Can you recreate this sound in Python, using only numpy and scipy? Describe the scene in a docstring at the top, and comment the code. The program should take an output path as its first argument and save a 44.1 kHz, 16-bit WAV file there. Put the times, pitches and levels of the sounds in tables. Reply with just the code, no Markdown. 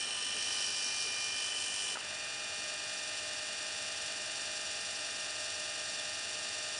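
"""A linear actuator on a padded stool indoors pushes its rod out: the motor and gears whine on shaft orders,
and tooth bumps that repeat with each part's turns rattle through housing and tube. Soft bumps of handling.
At 1.96 s a switch clacks in two ringing contacts; the level dips briefly and the shaft speed sags, then climbs.
The rod comes in on the other flanks: slightly faster, less shrill, with a throb once a turn of the screw.
Late on, two faint squeaks of the rod. Room rumble throughout; a hand-held microphone, both channels alike."""
import sys
import numpy as np
from scipy import signal
from scipy.fft import rfft, irfft, next_fast_len
from scipy.io import wavfile
from scipy.ndimage import map_coordinates

SR = 44100
rng = np.random.default_rng(int(sys.argv[2]) if len(sys.argv) > 2 else 0)


def to_wav(sig):
    """Store sig (one row per channel, or 1-D mono) as 16-bit WAV at the path in sys.argv[1].

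    Samples outside -1..1 are clipped; the rate is SR.
    """
    pcm = np.clip(np.atleast_2d(sig), -1, 1) * 32767
    pcm = np.round(pcm).astype(np.int16)
    wavfile.write(sys.argv[1], SR, pcm.T)  # frames by channels


N = 299468

# whine of gears and commutator, before trims: (multiple of shaft speed [-], relative level [dB])
OUT_HOUSING_TONES = [(8, -68.5), (12, -66), (16, -64.5), (20, -66), (24, -58.5), (26, -71), (30, -62.5),
                     (34, -64.5), (36, -55.5), (37, -62), (51, -62), (54, -59), (55, -60), (58, -53.5),
                     (59, -54), (60, -47)]
OUT_TUBE_TONES = [(72, -64), (78, -60.5), (94, -60), (98, -56.5), (100, -58), (110, -55), (112, -51),
                  (113, -54.5), (120, -63), (168, -60), (169, -61)]
IN_TONES = [(4, -75), (6, -70.5), (8, -72.5), (9, -69), (10, -78.5), (16, -61), (24, -59.5), (27, -61.5),
            (29, -68.5), (30, -62), (32, -57.5), (32.8, -70.5), (35, -59), (36, -53.5), (42, -65.5),
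            (46, -61), (49, -64), (52, -57), (54, -56.5), (55, -58.5), (56, -55), (59, -58), (64, -62.5),
            (67, -58.5), (72, -53.5), (82, -62.5), (84, -63), (89.2, -56), (92, -59), (96, -56), (109, -63),
            (112, -55), (120, -60.5), (126, -63), (147, -64), (151, -70), (166, -59.5), (184, -69)]
IN_DRONE_TONES = [(12, -57.5), (13.2, -60)]
# spectrum of each part: (frequency [Hz], relative density [dB])
OUT_GEARBOX_COLOUR = [(200, -14.5), (400, -10.5), (750, -6.5), (1100, -9), (1450, -6.5), (1800, -2),
                      (2050, -8.5), (2230, -13), (2400, -21)]
OUT_HOUSING_COLOUR = [(2150, -31), (2330, -15), (2600, -6), (2850, -6), (3020, -1), (3130, -4.5),
                      (3260, -15), (3450, -24)]
# the tube's spectrum in three directions, in order of time: (frequency [Hz], relative density [dB])
OUT_TUBE_START_COLOUR = [(3000, -22), (3400, -5), (3800, -7.5), (4300, -2.5), (4650, -12), (5050, -6),
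                         (5550, 2), (6200, -8.5), (7100, -9), (8000, -9.5), (8600, 0), (9300, -8),
                         (10000, -11.5)]
OUT_TUBE_SWING_COLOUR = [(3000, -25), (3400, -10.5), (3900, -8), (4300, -6.5), (4750, -1.5), (5200, -4.5),
                         (5450, -2.5), (5650, 3.5), (5850, -5), (6300, -5.5), (6900, -14), (7450, -6),
                         (8150, -13), (9600, -7), (10000, -15)]
OUT_TUBE_SIDE_COLOUR = [(3000, -17), (3400, -5), (3800, -10), (4200, -5.5), (4600, -4.5), (5700, -1.5),
                        (6800, -8.5), (7350, -2), (7850, -9.5), (8400, -3.5), (9100, -4), (10000, -9.5)]
# spectra coming in, and of the room rumble: (frequency [Hz], relative density [dB])
IN_GEARBOX_COLOUR = [(200, -29.5), (420, -15), (800, -12), (1100, -12), (1350, -9.3), (1600, -5.5),
                     (1900, -5.5), (2100, -9.5), (2250, -15), (2450, -8), (2650, -1), (3000, -2),
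                     (3100, -10.5), (3400, -19.5)]
IN_TUBE_COLOUR = [(2900, -30), (3200, -9.5), (3400, 0), (3750, -1.5), (4150, -3), (4450, 2), (5200, -1.5),
                  (5700, 2.5), (6100, -5.5), (6800, -5.5), (7350, 0.5), (7900, -7.5), (8700, -7),
                  (9400, -3), (10000, -10.5)]
IN_DRONE_COLOUR = [(480, -50), (570, -22), (610, 7), (670, -3), (710, -0.5), (820, -33)]
ROOM_COLOUR = [(20, -26), (40, -12.5), (60, -8.5), (72, -12.5), (85, -0.5), (102, 0.5), (118, -6),
               (170, -5.5), (280, -4.5), (450, -6.5), (1000, -11.5), (4000, -43)]
# switch contacts: (time [s], relative level [dB], pitch [Hz], t60 [s])
SWITCH_CONTACTS = [(1.956, -31, 1450, 0.035), (1.9718, -30, 1295, 0.026)]
# switch body modes: (ratio to pitch [-], relative level [dB])
SWITCH_BODY_MODES = [(.27, -14), (.44, -8.5), (.66, -6.5), (1, -2), (1.15, -12)]
# soft handling bumps: (time [s], peak level [dB], pitch [Hz])
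HANDLING_BUMPS = [(.36, -54.5, 430), (.37, -59, 219), (.86, -58, 262), (1.06, -54, 393)]
# squeaks of the sliding rod: (time [s], peak level [dB], pitch [Hz])
ROD_SQUEAKS = [(5.795, -48, 3440), (5.995, -42, 3480)]
# housing ring going out, before trims: (time [s], relative level [dB])
OUT_HOUSING_LEVEL = [(0, -42), (.55, -39.3), (.9, -43), (1.12, -42.5), (1.45, -41), (1.95, -41.5)]
# tube rattle going out, before trims: (time [s], relative level [dB])
OUT_TUBE_LEVEL = [(0, -40.5), (.25, -40), (.62, -37), (1.0, -38), (1.28, -39.5), (1.95, -39.5)]
# strongest mesh tone going out, through nulls as the microphone moves: (time [s], level [dB])
OUT_MESH_LEVEL = [(0, -46), (.19, -57), (.33, -49.5), (.68, -50.5), (.93, -45.5), (1.28, -43.5),
                  (1.52, -50), (1.95, -49.5)]

REVERSE_S = 1.955
OUT_HZ, IN_HZ = 50.14, 50.665  # shaft speed each way
SAG_HZ, SAG_AFTER_S, SAG_S = .45, .045, .04
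CLIMB_AFTER_S, CLIMB_S = .11, .05
MESH_ORDER, SCREW_TURNS = 48, 10  # tooth contacts per shaft turn, shaft turns per screw turn
BIND_OUT_S, BIND_IN_S = 1.02, 4.17  # the screw binds once a turn: one such moment each way
BIND_OUT_DB = .5  # swell of the tube at each bind
SEAT_S, MESH_SEAT_S = .084, .14  # tones firm up as the teeth seat on their new flanks
DIP_DB, DIP_S = 2, .01
ECHO_DB, ECHO_T60_S = -19, .25
TOP_HZ = 10080


def actuator():
    """One shaft drives everything; at the reversal the load changes flanks and the level dips briefly."""
    turns = shaft()
    in_share = .5 + .5 * np.tanh((clock() - REVERSE_S) / .0074)
    second_contact_s = SWITCH_CONTACTS[1][0]
    dip = np.exp(-((clock() - second_contact_s) / DIP_S) ** 2)
    return amp(-DIP_DB * dip) * ((1 - in_share) * pushing(turns) + in_share * pulling(turns))


def pushing(turns):
    """Rod going out: housing and tube ring brightly, changing as the microphone moves round them."""
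    housing_db, = curves(OUT_HOUSING_LEVEL)
    tube_db, = curves(OUT_TUBE_LEVEL)
    tube_db = tube_db + BIND_OUT_DB * np.cos(screw_angle(turns, BIND_OUT_S))
    mesh_db, = curves(OUT_MESH_LEVEL)
    teeth = rattle(turns, OUT_HOUSING_TONES + OUT_TUBE_TONES, pinion_db=-7.5, wheel_db=-7.5,
                   screw_db=-13, loose_db=2.5, bite_db=1.5)

    gearbox = amp(-50 + .7 * wobble(9.04)) * coloured(teeth, OUT_GEARBOX_COLOUR)
    housing = amp(housing_db - 4) * coloured(teeth, OUT_HOUSING_COLOUR)
    housing_trim_db = .75 * (housing_db - housing_db.mean()) - .5
    housing_tones = amp(housing_trim_db) * whine(turns, OUT_HOUSING_TONES, waver_db=1.6)

    # the tube radiates a different colour in each direction
    start = np.interp(clock(), [.25, .62], [1, 0])
    side = np.interp(clock(), [1.25, 1.7], [0, 1])
    tube = start * coloured(teeth, OUT_TUBE_START_COLOUR)
    tube += (1 - start - side) * coloured(teeth, OUT_TUBE_SWING_COLOUR)
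    tube += side * coloured(teeth, OUT_TUBE_SIDE_COLOUR)
    tube *= amp(tube_db - .47 + .55 * wobble(29.9))
    tube_trim_db = 1.45 * (tube_db - tube_db.max()) + 2.5
    tube_tones = amp(tube_trim_db) * whine(turns, OUT_TUBE_TONES, waver_db=1)

    return gearbox + housing + housing_tones + amp(mesh_db) * mesh(turns) + tube_tones + tube


def pulling(turns):
    """Rod coming in: the gearbox drones and throbs once a turn of the screw."""
    teeth = rattle(turns, IN_TONES + IN_DRONE_TONES, pinion_db=-9, wheel_db=-4.5,
                   screw_db=-9.5, loose_db=-2, bite_db=1.2)
    screw = screw_angle(turns, BIND_IN_S)
    oval = np.cos(4 * screw)  # the slightly oval wheel binds twice in each of its turns

    gearbox_db = settling(first=-42, final=-47.5, lag_s=.092) + .13 * oval
    gearbox = amp(gearbox_db) * coloured(teeth, IN_GEARBOX_COLOUR)
    tube_db = settling(first=-45.9, final=-42.5, lag_s=.7) + 1.04 * oval + .41 * wobble(25)
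    tube = amp(tube_db) * coloured(teeth, IN_TUBE_COLOUR)

    hum = whine(turns, IN_DRONE_TONES, waver_db=.5)
    hum += amp(-60.5) * coloured(rng.standard_normal(N), IN_DRONE_COLOUR)
    throb_db = -1.3 * np.cos(screw) - np.cos(2 * screw)
    drone = amp(settling(first=-1.1, final=.6, lag_s=1.6) + throb_db) * hum
    singing = amp(-.54) * whine(turns, IN_TONES, waver_db=.73)
    tones = settling(0, .99, SEAT_S) * (drone + singing)

    mesh_gain = settling(0, 1, MESH_SEAT_S) * amp(settling(first=-47, final=-55, lag_s=1.2))
    return gearbox + tube + mesh_gain * mesh(turns) + tones


def rattle(turns, tones, pinion_db, wheel_db, screw_db, loose_db, bite_db):
    """Pinion, wheel and screw repeat their bumps each turn; backlash adds chance, the load pulses."""
    pinion = amp(pinion_db) * flanks(turns, tones, count=1)
    wheel = amp(wheel_db) * flanks(turns, tones, count=5)
    screw = amp(screw_db) * flanks(turns, tones, count=10)
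    backlash = amp(loose_db) * rng.standard_normal(N)
    pulses = [np.cos(2 * np.pi * (order * turns + rng.random())) for order in (1, 2, 3, 6, 12)]
    load = unit(sum(pulses))
    return (pinion + wheel + screw + backlash) * amp(bite_db * load)


def flanks(turns, tones, count):
    """Uneven teeth of a part turning once in count shaft turns: its orders up to 220, less the strong tones."""
    size = 4096 * count  # points round the part
    k = np.arange(220 * count)
    # orders compared in fifths, the turn of the gear wheel
    strong = np.round(5 * np.r_[np.array(tones)[:, 0], MESH_ORDER])
    kept = ~np.isin(5 * k / count, strong)
    ripples = kept * np.exp(2j * np.pi * rng.random(len(k)))
    surface = irfft(ripples, size)
    return unit(np.interp(turns / count % 1 * size, np.arange(size), surface))


def whine(turns, tones, waver_db):
    """Tones locked to the gear wheel (one turn in five of the shaft), each wavering in strength."""
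    out, t = np.zeros(N), clock()
    knots = np.linspace(0, t[-1], 40)
    for order, db in tones:
        cycles = turns * np.round(5 * order) / 5
        level = np.interp(t, knots, amp(db + waver_db * rng.standard_normal(len(knots))))
        out += np.sqrt(2) * level * np.sin(2 * np.pi * (cycles + rng.random()))
    return out


def mesh(turns):
    """The strongest tone of the meshing teeth, a sine at rms 1."""
    return np.sqrt(2) * np.sin(2 * np.pi * turns * MESH_ORDER)


def shaft():
    """Turns of the motor shaft: nearly steady speed each way, with a brief sag between."""
    t = clock() - REVERSE_S
    climb = .5 + .5 * np.tanh((t - CLIMB_AFTER_S) / CLIMB_S)
    sag = SAG_HZ * np.exp(-((t - SAG_AFTER_S) / SAG_S) ** 2)
    speed_hz = OUT_HZ + (IN_HZ - OUT_HZ) * climb - sag + .02 * wobble(14)
    return np.cumsum(speed_hz) / SR


def screw_angle(turns, bind_s):
    """Angle of the lead screw [rad], zero where it binds."""
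    return 2 * np.pi * (turns - np.interp(bind_s, clock(), turns)) / SCREW_TURNS


def settling(first, final, lag_s):
    """Exponential relaxation from first to final after the reversal; first before it."""
    since_s = np.maximum(clock() - REVERSE_S, 0)
    return final + (first - final) * np.exp(-since_s / lag_s)


def switch():
    """The reversing switch breaks one contact and makes the other: body modes ring under a noise crack."""
    out = np.zeros(N)
    for s, db, hz, t60_s in SWITCH_CONTACTS:
        t = np.maximum(clock() - s, 0)
        ring = sum(amp(level) * np.sin(2 * np.pi * hz * ratio * t) for ratio, level in SWITCH_BODY_MODES)
        crack = .4 * (t > 0) * amp(-60 * t / .0069) * rng.standard_normal(N)
        out += amp(db) * (ring * amp(-60 * t / t60_s) + crack)
    # so small a body radiates little bass
    return filtered(out, lambda hz: hz ** 2 / (hz ** 2 + 300 ** 2))


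def in_room(x):
    """x and its short diffuse echo: decaying noise of unit energy."""
    t = np.arange(SR // 2) / SR
    tail = rng.standard_normal(len(t)) * amp(-60 * t / ECHO_T60_S)
    return x + amp(ECHO_DB) * signal.fftconvolve(x, tail / np.linalg.norm(tail))[:N]


def squeaks():
    """The sliding rod squeaks: very narrow noise swells."""
    return bursts(ROD_SQUEAKS, width=.04, half_s=.01)


def handling():
    """Soft handling bumps: low, broader noise swells."""
    return bursts(HANDLING_BUMPS, width=.54, half_s=.025)


def bursts(rows, width, half_s):
    """Gaussian swells of band noise, width a share of pitch; half_s is the time to fall to 1/e."""
    out = np.zeros(N)
    for s, db, hz in rows:
        points = [(hz / (1 + width), -12), (hz, 0), (hz * (1 + width), -12)]
        band = coloured(rng.standard_normal(N), points)
        out += amp(db) * band * np.exp(-((clock() - s) / half_s) ** 2)
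    return out


def room_rumble():
    """Steady noise of the room, mostly bass."""
    return amp(-60) * coloured(rng.standard_normal(N), ROOM_COLOUR)


def amp(db):
    """Decibels to gain."""
    return 10 ** (np.asarray(db) / 20)


def unit(x):
    """Scale to rms 1."""
    return x / np.sqrt(np.mean(x ** 2) + 1e-20)


def clock():
    """Time of each sample [s]."""
    return np.arange(N) / SR


def curves(rows):
    """One value per sample for each column after the time."""
    s, *cols = np.transpose(rows)
    return [np.interp(clock(), s, c) for c in cols]


def wobble(rate_hz):
    """A smooth random curve, rate_hz knots a second."""
    knots = rng.standard_normal(int(N * rate_hz / SR) + 4)
    return map_coordinates(knots, [clock() * rate_hz])


def filtered(x, response):
    """x times a response of frequency [Hz]."""
    m = next_fast_len(N + 8192)
    return irfft(rfft(x, m) * response(np.fft.rfftfreq(m, 1 / SR)), m)[:N]


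def coloured(x, points):
    """x through (frequency [Hz], level [dB]) points, steep at both ends, at rms 1."""
    f, db = np.transpose(points)
    f = np.r_[f[0] / 2, f, f[-1] * 2]
    db = np.r_[-120, db, -120]
    return unit(filtered(x, lambda hz: amp(np.interp(np.log(hz + 1), np.log(f), db))))


def scene():
    """Actuator, switch, squeaks, handling and room rumble, the same in both channels."""
    mono = actuator() + in_room(switch()) + squeaks() + handling() + room_rumble()
    return np.array([mono, mono])


def record(dry):
    """Steep low-pass: nothing is heard above TOP_HZ."""
    return np.array([filtered(x, lambda hz: 1 / (1 + (hz / TOP_HZ) ** 300)) for x in dry])


dry = scene()
out = record(dry)
to_wav(out)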